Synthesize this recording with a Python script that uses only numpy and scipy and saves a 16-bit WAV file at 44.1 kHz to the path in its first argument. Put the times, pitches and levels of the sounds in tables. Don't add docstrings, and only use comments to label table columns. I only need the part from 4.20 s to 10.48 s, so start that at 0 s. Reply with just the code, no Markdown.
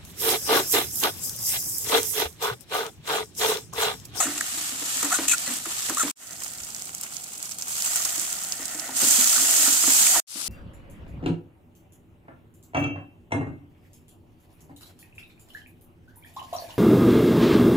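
import sys
import numpy as np
from scipy import signal
from scipy.fft import rfft, irfft
from scipy.io import wavfile
from scipy.ndimage import uniform_filter1d

SR = 44100
rng = np.random.default_rng(int(sys.argv[2]) if len(sys.argv) > 2 else 0)


def store_wav(level_fs):
    pcm = np.round(np.clip(np.atleast_2d(level_fs), -1, 1) * 32767)
    wavfile.write(sys.argv[1], SR, pcm.T.astype(np.int16))


N = 276948
T = np.arange(N) / SR
LAG_S = 0.0002533


def undb(db):
    return 10 ** (np.asarray(db) / 20)


def unit(x):
    return x / np.sqrt(np.mean(x ** 2))


def colour(x, table, share=1):
    hz, db = np.transpose(table)
    size = 4096
    bin_hz = np.arange(size // 2 + 1) * SR / size
    log_gain = np.log(10) / 20 * np.interp(np.log(bin_hz + 1), np.log(hz), db)
    cepstrum = irfft(share * log_gain)
    cepstrum[1:size // 2] *= 2
    cepstrum[size // 2 + 1:] = 0
    response = irfft(np.exp(rfft(cepstrum)))[:size // 2]
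    return signal.fftconvolve(x, response)[:len(x)]


def band(x, hz, width_hz):
    return signal.lfilter(*signal.iirpeak(hz, hz / width_hz, SR), x)


def two_bands(x, hz, width_hz, wider):
    return band(band(x, hz, width_hz), hz, wider * width_hz)


def walk(rate):
    k = int(SR / rate)
    held = np.repeat(rng.standard_normal(N // k + 1), k)
    return 0.794 * uniform_filter1d(uniform_filter1d(held, k), k)[:N]


def clicks(n, spread_db, most=5.76):
    size = np.minimum(rng.exponential(size=n), most)
    return unit(rng.standard_normal(n) * undb(spread_db * size))


def pair(common, left, right, alike):
    late = np.interp(T - LAG_S, T, common) if alike < .9 else common
    a = np.clip(alike, 0, 1)
    return np.array([np.sqrt(a) * late + np.sqrt(1 - a) * left, np.sqrt(a) * common + np.sqrt(1 - a) * right])


def add(track, s, sound):
    i = int(s * SR)
    track[..., i:i + sound.shape[-1]] += sound[..., :N - i]


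def stretch_index():
    return np.searchsorted([returns_s for _, returns_s, _ in BREAKS], T)


# time_s, sizzle_db
FRY = [(0.08, -32.5), (0.3, -31), (0.47, -28), (0.55, -33.5), (0.72, -28), (0.87, -27), (1.15, -32),
       (1.35, -29), (1.42, -35.5), (1.52, -31.5), (1.6, -30.5), (1.66, -27.5), (1.74, -31.5), (1.9, -31.5),
       (2.1, -39.5), (2.17, -40), (2.24, -37.5), (2.37, -40), (2.44, -38), (2.52, -39.5), (2.63, -38),
       (2.72, -41), (2.83, -39), (2.9, -44), (2.95, -37), (3.02, -40.5), (3.2, -40.5), (3.25, -37.5),
       (3.32, -36), (3.36, -43.5), (3.42, -37), (3.47, -36.5), (3.52, -30), (3.75, -25.5), (3.88, -28),
       (4.02, -28), (4.07, -31), (4.4, -35), (4.73, -36), (4.755, -29), (4.77, -23.5), (4.82, -20),
       (4.9, -16.5), (5.25, -18.5), (5.45, -16.5), (5.58, -19.5), (5.75, -15.5), (5.96, -17.5), (6.19, -30),
       (6.25, -30)]


def sizzle_level(t):
    return np.interp(t, *np.transpose(FRY))


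# pitch_hz, width_hz (first of two passes), level_db (balance between sizes)
CRACKLE = [(1307, 700, -25.5), (2920, 1230, -14.5), (4670, 1760, -8), (7960, 1170, -1.5),
           (10640, 2300, -10)]


def crackle(per_s=220):
    out = 0
    for hz, width_hz, db in CRACKLE:
        size = np.minimum(rng.exponential(size=N), 2.2)
        pops = (rng.random(N) < per_s / SR) * undb(1.7 * size)
        heard = np.array([np.interp(T - LAG_S, T, pops), pops]) * rng.standard_normal((2, N))
        out = out + undb(db) * two_bands(heard, hz, width_hz, 2)
    return unit(out)


# (relative, per Hz)
SIZZLE_FIRST = [(530, -56.5), (900, -20), (1250, -8.5), (1600, -14), (1790, -6), (1990, -12.5),
                (2730, -7.5), (5160, -7), (7680, 1), (9310, -7), (14700, -11.5), (15400, -22.5),
                (16000, -29.5)]
SIZZLE_MIDDLE = [(880, -41), (1500, -28.5), (1620, -19.5), (1900, -22), (2250, -16.5), (2600, -16),
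                 (3120, -10.5), (3770, -13.5), (5830, -7), (6430, -1.5), (7540, 0.5), (10900, -11),
                 (12400, -9), (14800, -13.5), (15500, -19.5), (16000, -15)]
SIZZLE_ASIDE = [(880, -56), (1500, -25.5), (2590, -10), (2970, -8.5), (5380, 0), (6690, -1.5),
                (10200, -0.5), (15100, -19), (16000, -31.5)]
# (relative, per Hz)
BUBBLING = [(210, -38), (350, -12), (484, -15.5), (584, -9), (712, -7), (852, -4), (975, -5.5), (1380, -1),
            (1770, -7), (2200, -4), (3000, -5), (3900, -13), (6600, -120)]
WET_DB, WET_FOLLOWS = -42, 0.681


def frying():
    sizzle_db = sizzle_level(T)
    sparse = np.interp(sizzle_db, [-40, -18], [1.4, .7])
    flurry = undb(sparse * (0.85 * walk(60) + 1.814 * walk(250) + 0.64 * walk(900)))
    bursts = pair(*(clicks(N, 1.39) for _ in range(3)), alike=0.081) * flurry
    stretch = stretch_index()
    tones = SIZZLE_FIRST, SIZZLE_MIDDLE, SIZZLE_ASIDE
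    fine = np.array([np.choose(stretch, [unit(colour(port, tone)) for tone in tones]) for port in bursts])
    wet = pair(*(clicks(N, 3.91) for _ in range(3)), alike=0.673) * flurry ** 2.25
    wet = unit(np.array([colour(port, BUBBLING) for port in wet]))
    wet_db = WET_DB + WET_FOLLOWS * (sizzle_db + 28.0)
    return undb(sizzle_db) * (fine + 0.372 * sparse * crackle()) + undb(wet_db) * wet


# from_s, to_s, crack_peak_over_sizzle_db,
# peak_scatter_db, pan_db (left minus right, before the far-port factor), pan_scatter_db
SMALL_SPITS_SPAN = (1.3042, 5.5, 13, 2.0, -1, 2.5)
SMALL_SPITS_COUNT = 160
SPIT_HZ, SPIT_SCATTER_HZ = 7474, 610
SPRAY_DB, SPRAY_SCATTER_DB = -19, 7


def small_spits():
    start, stop, over_db, scatter_db, pan_db, pan_scatter_db = SMALL_SPITS_SPAN
    s = start + (stop - start) * rng.random(SMALL_SPITS_COUNT)
    z = np.clip(rng.standard_normal((4, SMALL_SPITS_COUNT)), -2, 2)
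    peak_db = sizzle_level(s) + over_db + scatter_db * z[0]
    pans_db = pan_db + pan_scatter_db * z[1]
    return list(zip(s, peak_db, pans_db, SPIT_HZ + SPIT_SCATTER_HZ * z[2], SPRAY_DB + SPRAY_SCATTER_DB * z[3]))


# time_s, crack_peak_db (nearer port),
# pan_db (left minus right, before the far-port factor), pitch_hz, spray_db (against the crack)
SPITS = [(0.1792, -21, -0.5, 7840, -13.5), (0.2086, -20, 4, 6620, -15.5), (0.3757, -20, -4.5, 7810, -19),
         (0.7693, -10, 3.5, 7240, -14), (0.8299, -12, 0.5, 7360, -11), (1.0829, -3.5, 4, 6800, -9.5),
         (1.1809, -6.5, -2, 7590, -25), (1.2762, -9.5, 3.5, 7500, -19.5), (1.457, -22.5, 1, 7490, -16),
         (1.6958, -10, -0.5, 7050, -12), (1.9701, -45, -6, 6970, -18), (1.99, -31.5, -10, 7690, -16.5),
         (2.026, -31.5, -9, 7770, -16.5), (2.0614, -24, -5.5, 7700, -15), (2.1078, -22.5, -7.5, 6900, -7),
         (2.1318, -23.5, -8.5, 7710, -7), (2.1936, -30.5, -1, 7490, -16.5), (2.2227, -24, -7, 7720, -15),
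         (2.2345, -14.5, -4.5, 7400, -10.5), (2.2791, -17, -10.5, 7510, -15),
         (2.3015, -22, -3.5, 7810, -17), (2.3188, -24, -2, 7960, -15), (2.434, -19, -5, 6270, -8.5),
         (2.5025, -20.5, -4, 6720, -14), (2.5465, -10.5, -2.5, 7670, -21), (2.5638, -16, -6, 6840, -19),
         (2.6208, -13.5, -3, 7030, -24.5), (2.6541, -17, -8, 7350, -11.5), (2.735, -29.5, -2, 7890, -20),
         (2.7478, -14.5, -0.5, 7760, -17), (2.7814, -21.5, -2.5, 6760, -12), (2.8112, -16, 2, 8890, -12),
         (2.8331, -15, -0.5, 8050, -11), (2.877, -27, -4, 7260, -15), (2.9229, -21, -8, 7830, -14),
         (2.9665, -11.5, -19, 6330, -17), (3.014, -29, -6.5, 7710, -19), (3.0402, -18.5, 1, 7700, -15.5),
         (3.1336, -17.5, -2.5, 7040, -20.5), (3.1788, -21, -1, 7980, -13.5), (3.2018, -33, -1.5, 7900, -18),
         (3.2267, -9.5, -6.5, 7150, -16), (3.3844, -18.5, 0, 7700, -8.5),
         (3.4216, -17.5, -4.5, 6550, -10.5), (3.4808, -14.5, -1.5, 8000, -14),
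         (3.5212, -18.5, -6.5, 7920, -14.5), (3.6213, -5.5, 2, 6580, -27), (3.7582, -1.5, -0.5, 8160, -16),
         (4.1005, -15.5, -5.5, 6460, -11), (4.3214, -6.5, 0.5, 6000, -15), (4.4289, -19.5, -5, 6400, -11.5),
         (4.4545, -10.5, -2, 7660, -13.5), (4.5466, -18, -1.5, 6960, -9), (4.5952, -11, -4, 6500, -10.5),
         (4.6415, -30.5, -2, 7880, -18.5), (2.2032, -17.5, -6, 7560, -16.5),
         (2.2454, -19.5, -9.5, 7780, -13), (2.334, -21.5, -3, 7980, -12), (2.4008, -26.5, -11, 6280, -16),
         (2.4468, -17.5, -7, 7960, -14), (2.595, -20, -5.5, 8030, -17.5), (2.61, -26, -8, 6930, -18.5),
         (2.8385, -19, 1, 7580, -15), (2.9363, -20, -1.5, 7850, -16), (2.9443, -20.5, -4, 7680, -19),
         (3.1507, -28.5, 0.5, 7010, -16), (3.2414, -22.5, -8.5, 7910, -15.5),
         (3.255, -18.5, -7.5, 7390, -14.5), (3.2922, -19, -11, 7290, -15), (3.3107, -14, -7, 6790, -14.5),
         (3.3184, -19.5, -6.5, 6700, -8.5), (3.4114, -20.5, -0.5, 7300, -12),
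         (3.6657, -18, -4, 7980, -15.5), (3.7994, -20, -1, 7710, -16.5), (3.8526, -7, -2, 7300, -15),
         (3.9052, -11, -2, 7910, -17), (3.9774, -19, -3.5, 8200, -15.5), (3.9953, -12, -4, 8240, -11),
         (4.0144, -8.5, -7, 8310, -16), (4.1275, -11, -0.5, 7180, -15.5), (4.1861, -20.5, -8, 7640, -15.5),
         (4.2351, -10.5, -3.5, 7800, -22), (4.2469, -16, -1, 7290, -17.5), (4.2864, -16, 2.5, 8750, -18),
         (4.4803, -16, -3, 6650, -11), (6.1867, -19.5, 7, 7900, -13)]
SPIT_WIDTH_HZ = 2910


def spit_ring(burst, hz):
    ring = two_bands(burst, hz, SPIT_WIDTH_HZ, 3)
    ring = ring + 0.287 * band(band(burst, 14030, 7800), 11200, 9000)
    return ring + 0.064 * band(burst, 1400, 1700) + 0.165 * band(burst, 5800, 2500) + 0.079 * band(burst, 3200, 1800)


def spits():
    out = np.zeros((2, N))
    t = T[:900] - T[200]
    for s, db, pan_db, hz, spray_db in SPITS + small_spits():
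        pop = rng.standard_normal(len(t))
        for port, side in enumerate((1, -1)):
            far_db = max(-side * pan_db, 0)
            snap = (t >= 0) * np.exp(-np.abs(t) / (0.00016 + .00001 * far_db))
            swell = np.exp(-np.abs(t) / np.where(t < 0, .0008, .0035))
            crack = spit_ring((pop + 0.213 * rng.standard_normal(len(t))) * snap, hz)
            crack = crack / np.abs(crack).max()
            spray = unit(spit_ring(clicks(len(t), 6.15), hz)) * swell * undb(spray_db)
            start = s - T[145] + .00004 * far_db + LAG_S * (1 - port)
            add(out[port], start, undb(db - 0.82 * far_db) * (crack + spray))
    return out


# time_s (sounds from 4 ms before), level_db, bowl_pitch_hz, ring_t60_s (held within 0.05-1)
KNOCKS = [(.047, -47.5, 270, 0.147), (.06, -36.5, 268.7, .15), (0.071, -33.5, 290, 0.35),
          (.083, -38, 290, 0.43), (.166, -43, 303, 0.42), (0.343, -49.5, 276.4, 0.83),
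          (0.377, -43.5, 300.8, 0.44), (0.522, -44, 261.7, 0.41), (0.621, -40.5, 288, 0.3),
          (0.766, -47.5, 261.6, 0.36), (0.835, -32, 264.8, 0.186), (.841, -33.5, 284.9, 0.23),
          (.852, -34, 280.2, 0.29), (0.991, -31.5, 295, 0.125), (1.0, -32.5, 328.1, 0.097),
          (1.009, -34, 274.5, 0.548), (1.279, -37.5, 239, 0.33), (1.295, -42, 255, 0.2),
          (1.309, -37.5, 252.5, 0.486), (1.466, -39.5, 330.6, 0.114), (1.692, -37.5, 245.2, 0.11),
          (1.7, -35, 283.3, 0.136), (1.707, -33, 331, 0.123), (1.722, -39, 265.8, 0.296),
          (1.836, -33.5, 266.9, 0.186), (1.846, -34, 287.9, .2), (1.862, -34, 290, 0.25),
          (1.893, -46.5, 289.7, 0.51), (3.98, -41, 316.3, 0.083), (4.398, -40, 282.5, 0.204),
          (4.552, -41.5, 302.1, 0.5), (4.695, -40, 265.8, 0.57), (4.821, -33.5, 270, 0.2),
          (4.831, -28.5, 266, 0.152), (4.844, -32, 270, 0.087), (4.872, -34, 260, 0.11),
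          (4.91, -42, 302.8, 0.18), (4.988, -33, 250, 0.332), (5.177, -41.5, 258.6, 0.28),
          (5.193, -39, 268.4, 0.39), (5.207, -42, 282.7, 0.57), (5.378, -42.5, 289, 0.97),
          (5.48, -33, 270.3, 0.265), (5.64, -37.5, 293.5, 0.29), (5.682, -29, 272.6, 0.232),
          (5.81, -43, 230.5, 0.47), (5.973, -36, 304, 0.068), (6.16, -36.5, 291.1, 0.153)]
CRACK_DRY_DB, CRACK_WET_DB = 1.5, -3
ROCKING_S, ROCKING_DB = .022, -7
THUD_T60_S, HUM_DB = 0.0582, -3
OVERTONE_RATIO, OVERTONE_DB, OVERTONE_T60_S = 1.53, -7, 0.1025


def knocks():
    out, t = np.zeros(N), T[:SR // 3]
    for (s, db, hz, t60), before in zip(KNOCKS, [(-1,)] + KNOCKS):
        crack_db = CRACK_DRY_DB if s < BREAKS[0][0] else CRACK_WET_DB
        crack_db += ROCKING_DB * (s - before[0] < ROCKING_S)
        noise, bounce = rng.standard_normal((2, len(t))), rng.random((3, 2))
        blows = np.zeros(SR // 20)
        blows[0] = 1
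        blows[(SR * (.006 + .035 * bounce[:, 0])).astype(int)] = 0.12 * bounce[:, 1]
        chatter = unit(band(band(noise[0], hz, 130), hz, 210))
        ring = np.sin(2 * np.pi * hz * (t + s)) + 0.372 * np.sin(2 * np.pi * 1.18 * hz * t) + 0.429 * chatter
        overtone = unit(band(noise[0], OVERTONE_RATIO * hz, 160)) * 1000. ** (-t / OVERTONE_T60_S)
        ring += undb(OVERTONE_DB) * overtone
        thud = 1000. ** (-t / THUD_T60_S)
        hum = undb(HUM_DB) * 1000. ** (-t / np.clip(t60, .05, 1))
        ring *= (1 - np.exp(-t / 0.00328)) * (thud + hum)
        snap, rattle = np.exp(-t / .0015), 0.513 * np.exp(-t / 0.046)
        crack = unit(band(band(noise[1], 810, 2000), 1050, 4000)) * (snap + rattle) * undb(crack_db)
        add(out, s - .004, undb(db) * signal.fftconvolve(ring + crack, blows))
    return pair(out, out, out, alike=0.91)


# start_s, length_s, level_db (of the squeal with its tone),
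# contact_pitch_hz (mid-stroke), glide_octaves (over the stroke), tone_db (steady tone over rough squeal),
# rasp_db (over squeal), bite_share (of the stroke before full pressure, held within 0.02-0.9)
SCRAPES = [(.004, 0.017, -35.5, 1255, -0.0073, 6.5, -1, 0.25),
           (0, 0.056, -40.5, 997, -0.156, -15.5, 5.5, 0), (0, 0.05, -37.5, 677, -0.49, -4, 2.5, 0),
           (0, 0.0395, -39.5, 1900, -.15, -12.5, 13, 0.08),
           (.004, 0.0695, -43.5, 2810, 0.13, -6.5, 15.5, 0.43),
           (.067, 0.0129, -42, 1308, -.3, -15, 3.5, .1), (0.155, 0.0085, -52, 1250, 0, -17, -5, 0.28),
           (0.176, 0.0104, -46, 2695, -0.072, -7.5, 7, 0.12),
           (.2085, 0.00516, -36, 1658, -0.34, 0, 0.5, 0.2), (0.377, 0.0077, -49, 3820, 0.096, -14, 4, 0.17),
           (0.827, 0.0087, -41, 1208, -.3, -17.5, 7.5, 0.17),
           (0.844, 0.03, -41.5, 1210, -0.083, -10.5, 8.5, 0), (0.902, 0.014, -43, 1204, 0.16, -9, -2.5, .5),
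           (.914, .022, -30, 1341, 0.14, 5, -0.5, 0.63), (.915, 0.0234, -39, 724.6, 0.25, 5, -8.5, 0.89),
           (.916, 0.0144, -39.5, 1935, -0.14, -13.5, -2, .3),
           (0.934, 0.0363, -33, 1379, -0.364, 0, 7, 0.25),
           (0.985, 0.0084, -43.5, 1179, -0.39, -15, -5.5, 0.13),
           (1.079, 0.0136, -38, 2748, -0.098, -10, 11.5, 0.33),
           (1.094, 0.0184, -38, 2765, -0.089, -8.5, 12, 0), (1.101, 0.0333, -31.5, 2450, -.2, 2, 9, 0.59),
           (1.122, 0.0338, -31, 1408, 0.062, 4, 4, 0.37),
           (1.127, 0.028, -39.5, 2640, 0.064, -11.5, 1.5, 0.2),
           (1.266, 0.044, -42.5, 2000, -.05, 5.5, -5.5, 0.09),
           (1.263, 0.0233, -44, 4220, .05, -2.5, -3.5, 0.26),
           (1.272, 0.0104, -53.5, 1276, -0.019, -13, -6, 0.28),
           (1.454, 0.0146, -44.5, 1230, -0.263, -6.5, 0.5, 0.19),
           (1.696, 0.00433, -42.5, 1294, -0.39, -14, -1.5, 0.28),
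           (1.699, 0.0127, -44.5, 1402, -0.245, -11, 1.5, 0.16),
           (1.77, 0.0095, -36.5, 1229, -0.14, -3, -1.5, 0),
           (1.776, 0.0195, -38, 1301, 0.136, 3.5, 6.5, .35),
           (1.792, 0.0147, -38.5, 1371, -0.056, -10, 7.5, 0.32),
           (1.798, 0.0308, -30, 1323, -0.298, 7.5, 2.5, 0.37),
           (1.826, 0.0163, -40.5, 1504, -0.21, -15, 8, 0.06),
           (1.878, 0.0097, -46.5, 1280, 0.092, -9.5, -9, 0.2),
           (3.751, 0.0236, -47.5, 1383, 0.065, -12.5, -8.5, 0.16),
           (3.796, 0.014, -49.5, 1227, -0.144, -14.5, -7.5, 0.08),
           (3.852, 0.0067, -51, 1274, 0, -16, -8.5, 0.15),
           (4.544, 0.0127, -50.5, 1970, 0.0072, -15.5, 3, 0.08),
           (4.691, 0.0133, -46.5, 791, -0.33, -15.5, -6, 0.02),
           (4.805, 0.0114, -47.5, 1390, 0.016, -16, -9, 0),
           (5.013, 0.021, -44.5, 1453, -0.058, -12, -8.5, 0.15),
           (5.055, 0.013, -47.5, 1190, 0, -14.5, -9, 0.28),
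           (5.123, 0.017, -42, 1253, -0.037, -12.5, -10, 0.34),
           (5.154, 0.026, -38, 1413, 0.076, 4, -10.5, 0.31),
           (5.176, 0.0124, -39, 1354, -0.00063, -9.5, -10, 0.49),
           (5.194, 0.0154, -44, 1396, 0.03, -12, -8.5, 0.16),
           (5.287, 0.0097, -48.5, 1004, 0.21, -17, -9, .15),
           (5.389, 0.024, -49, 733, -0.043, -6.5, -8, 0.35),
           (5.454, 0.0495, -36.5, 1388, -0.056, -11.5, -10, 0.3),
           (5.565, 0.0135, -49.5, 1104, 0.057, -12.5, -9, 0.2),
           (5.637, 0.0166, -38.5, 1299, 0.022, -8.5, -10, 0),
           (5.866, 0.0079, -36.5, 2560, -0.1, -7.5, 7, 0.1),
           (5.936, 0.0426, -37, 946.6, -0.237, 0, -6, 0.64),
           (5.939, 0.053, -39, 1242, -0.091, -9.5, -5.5, 0),
           (5.943, 0.041, -38.5, 1744, -.1, -9.5, -6.5, 0.6),
           (5.955, 0.0535, -42.5, 701.4, -0.158, 0.5, -8.5, 0.23)]
# pitch_hz, width_hz (before smear and the second pass), level_db (before the fall with pitch)
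WALL = [(730.7, 155, -2), (915, 280, -5), (1416, 412, 8), (1805, 265, 10.5), (2550, 240, 7),
        (2630, 350, -14.5), (4310, 270, -11)]
# pitch_hz, width_hz (first of two passes), level_db (balance between bands)
RASP = [(6884, 780, 0.5), (7576, 1816, 8.5), (9600, 4800, -5), (4006, 2090, -2.5)]
WALL_DB_PER_OCTAVE = 10
SMEAR_CYCLES = 1.45
SQUEAL_WIDTH_HZ, WALL_UNDER_SQUEAL_DB = 236, -1
SCRAPE_PAN_DB = 3


def scrapes():
    out = np.zeros((3, N))
    for s, length, db, hz, glide, tone_db, rasp_db, bite in SCRAPES:
        n = int(length * SR)
        size = n + 800
        along = np.arange(size) / n
        press = np.interp(along, [0, np.clip(bite, .02, .9), 1], [0, 1, 0.15]) * (along < 1)
        slip = np.array([clicks(size, 2.39) for _ in range(3)]) * press * undb(2.0 * walk(200)[:size])
        smear = SMEAR_CYCLES / length
        wall = 0
        for f, w, d in WALL:
            mode_db = d - WALL_DB_PER_OCTAVE * abs(np.log2(f / hz))
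            wall = wall + undb(mode_db) * two_bands(slip[0], f, w + smear, 1.25)
        pitch = hz * 2 ** (glide * (np.minimum(along, 1) - .5)) * (1 + 0.0304 * walk(91.5)[:size])
        turn = np.exp(2j * np.pi * np.cumsum(pitch) / SR)
        grip = signal.butter(2, (SQUEAL_WIDTH_HZ + smear) / 2, fs=SR)
        squeal = unit((signal.lfilter(*grip, slip[0] + 1j * slip[1]) * turn).real)
        scratch = unit(band(slip[0], 1.8 * hz, 3.5 * hz))
        squeal = unit(squeal + undb(WALL_UNDER_SQUEAL_DB) * unit(wall) + 0.47 * scratch)
        tone = unit(press * turn.imag * undb(2.5 * walk(90)[:size]))
        squeal = unit(squeal + undb(tone_db) * tone)
        rasp = unit(sum(undb(d) * two_bands(slip, f, w, 2) for f, w, d in RASP))
        add(out, s, undb(db) * np.sqrt(1 + 800 / n) * (squeal + undb(rasp_db) * rasp))
    return pair(*out, alike=0.299) * undb(np.array([[.5], [-.5]]) * SCRAPE_PAN_DB)


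# time_s, level_db (of the wall's ringing)
STIR = [(0, -37), (.5, -55), (1.0, -46.5), (1.5, -59.5), (1.9, -70.5), (2.0, -48.5), (3.4, -81),
        (3.7, -44.5), (4.3, -50), (4.75, -42.5), (4.85, -42.5), (5.05, -40), (5.3, -37.5), (5.55, -40.5),
        (5.7, -47), (6.0, -33), (6.1, -61)]


def stirring():
    grit = np.array([clicks(N, 3.93) for _ in range(3)]) * undb(3.65 * walk(30) + 0.97 * walk(130))
    wall = sum(undb(d - 10.37 * np.log2(f / 700)) * two_bands(grit, f, w, 2) for f, w, d in WALL)
    bowl = unit(band(band(grit, 283, 90), 268.5, 140))
    trembling = unit(wall) + 0.209 * bowl
    return undb(np.interp(T, *np.transpose(STIR))) * pair(*trembling, alike=0.91)


# (relative, per Hz)
FLAME = [(12, -44.5), (20, -20), (64, -3.5), (160, 1), (195, 2), (235, -0.5), (420, -8), (485, -8.5),
         (600, -7.5), (780, -1), (1320, -120)]
FLAME_DB = -54


def flame():
    roars = (colour(rng.standard_normal(N), FLAME) * undb(0.74 * walk(5.1)) for _ in range(3))
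    return undb(FLAME_DB) * unit(pair(*roars, alike=0.989))


# time_s, level_db
RUMBLE = [(0, -61), (.75, -65), (.84, -59.5), (.9, -71.5), (1.07, -58.5), (1.09, -50), (1.13, -71.5),
          (1.65, -64), (1.7, -58), (1.76, -64), (2.15, -66.5), (2.45, -56), (2.7, -71.5), (5.9, -67),
          (5.96, -50.5), (6.1, -76.5)]
RUMBLE_HZ = 65


def rumble():
    low = unit(band(band(rng.standard_normal(N), RUMBLE_HZ, 70), RUMBLE_HZ, 130))
    return undb(np.interp(T, *np.transpose(RUMBLE))) * low


def scene():
    return frying() + spits() + knocks() + scrapes() + stirring() + flame() + rumble()


# freq_hz, left_minus_right_db
PORTS_FIRST = [(60, 0.5), (110, -3.5), (200, 1.5), (380, -4.5), (700, 2), (1290, 0), (2380, -0.5),
               (4400, -2), (8120, -0.5), (15000, 2.5)]
PORTS_MIDDLE = [(60, -4), (110, -0.5), (200, -2), (380, 0), (700, -1), (1290, 3.5), (2380, 4), (4400, -5),
                (8120, -3.5), (15000, 7)]
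PORTS_ASIDE = [(60, -1), (110, -1.5), (200, 0.5), (380, 1.5), (700, 1), (1290, -1.5), (2380, 7),
               (4400, 9.5), (8120, 5), (15000, 10.5)]
# stops_s, returns_s, fade_in_s
BREAKS = [(1.913, 1.956, 0.178), (6, 6.069, 0.206)]
TOP_HZ = 15700


def record(dry):
    stretch = stretch_index()
    balances = PORTS_FIRST, PORTS_MIDDLE, PORTS_ASIDE
    out = np.array([np.choose(stretch, [colour(port, balance, share) for balance in balances])
                    for port, share in zip(dry, (.5, -.5))])
    for stop, back, fade in BREAKS:
        since = np.clip(T - stop, 0, None)
        tail = np.maximum(np.exp(-since / 0.00092), 0.0266 * np.clip(1 - since / 0.0335, 0, 1) ** 2)
        out = out * np.maximum(tail, np.clip((T - back) / fade, 0, 1))
    rounded = np.tanh(1.268 * out) / 1.315
    return signal.sosfilt(signal.ellip(12, .2, 100, TOP_HZ, fs=SR, output="sos"), rounded)


dry = scene()
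out = record(dry)
store_wav(out)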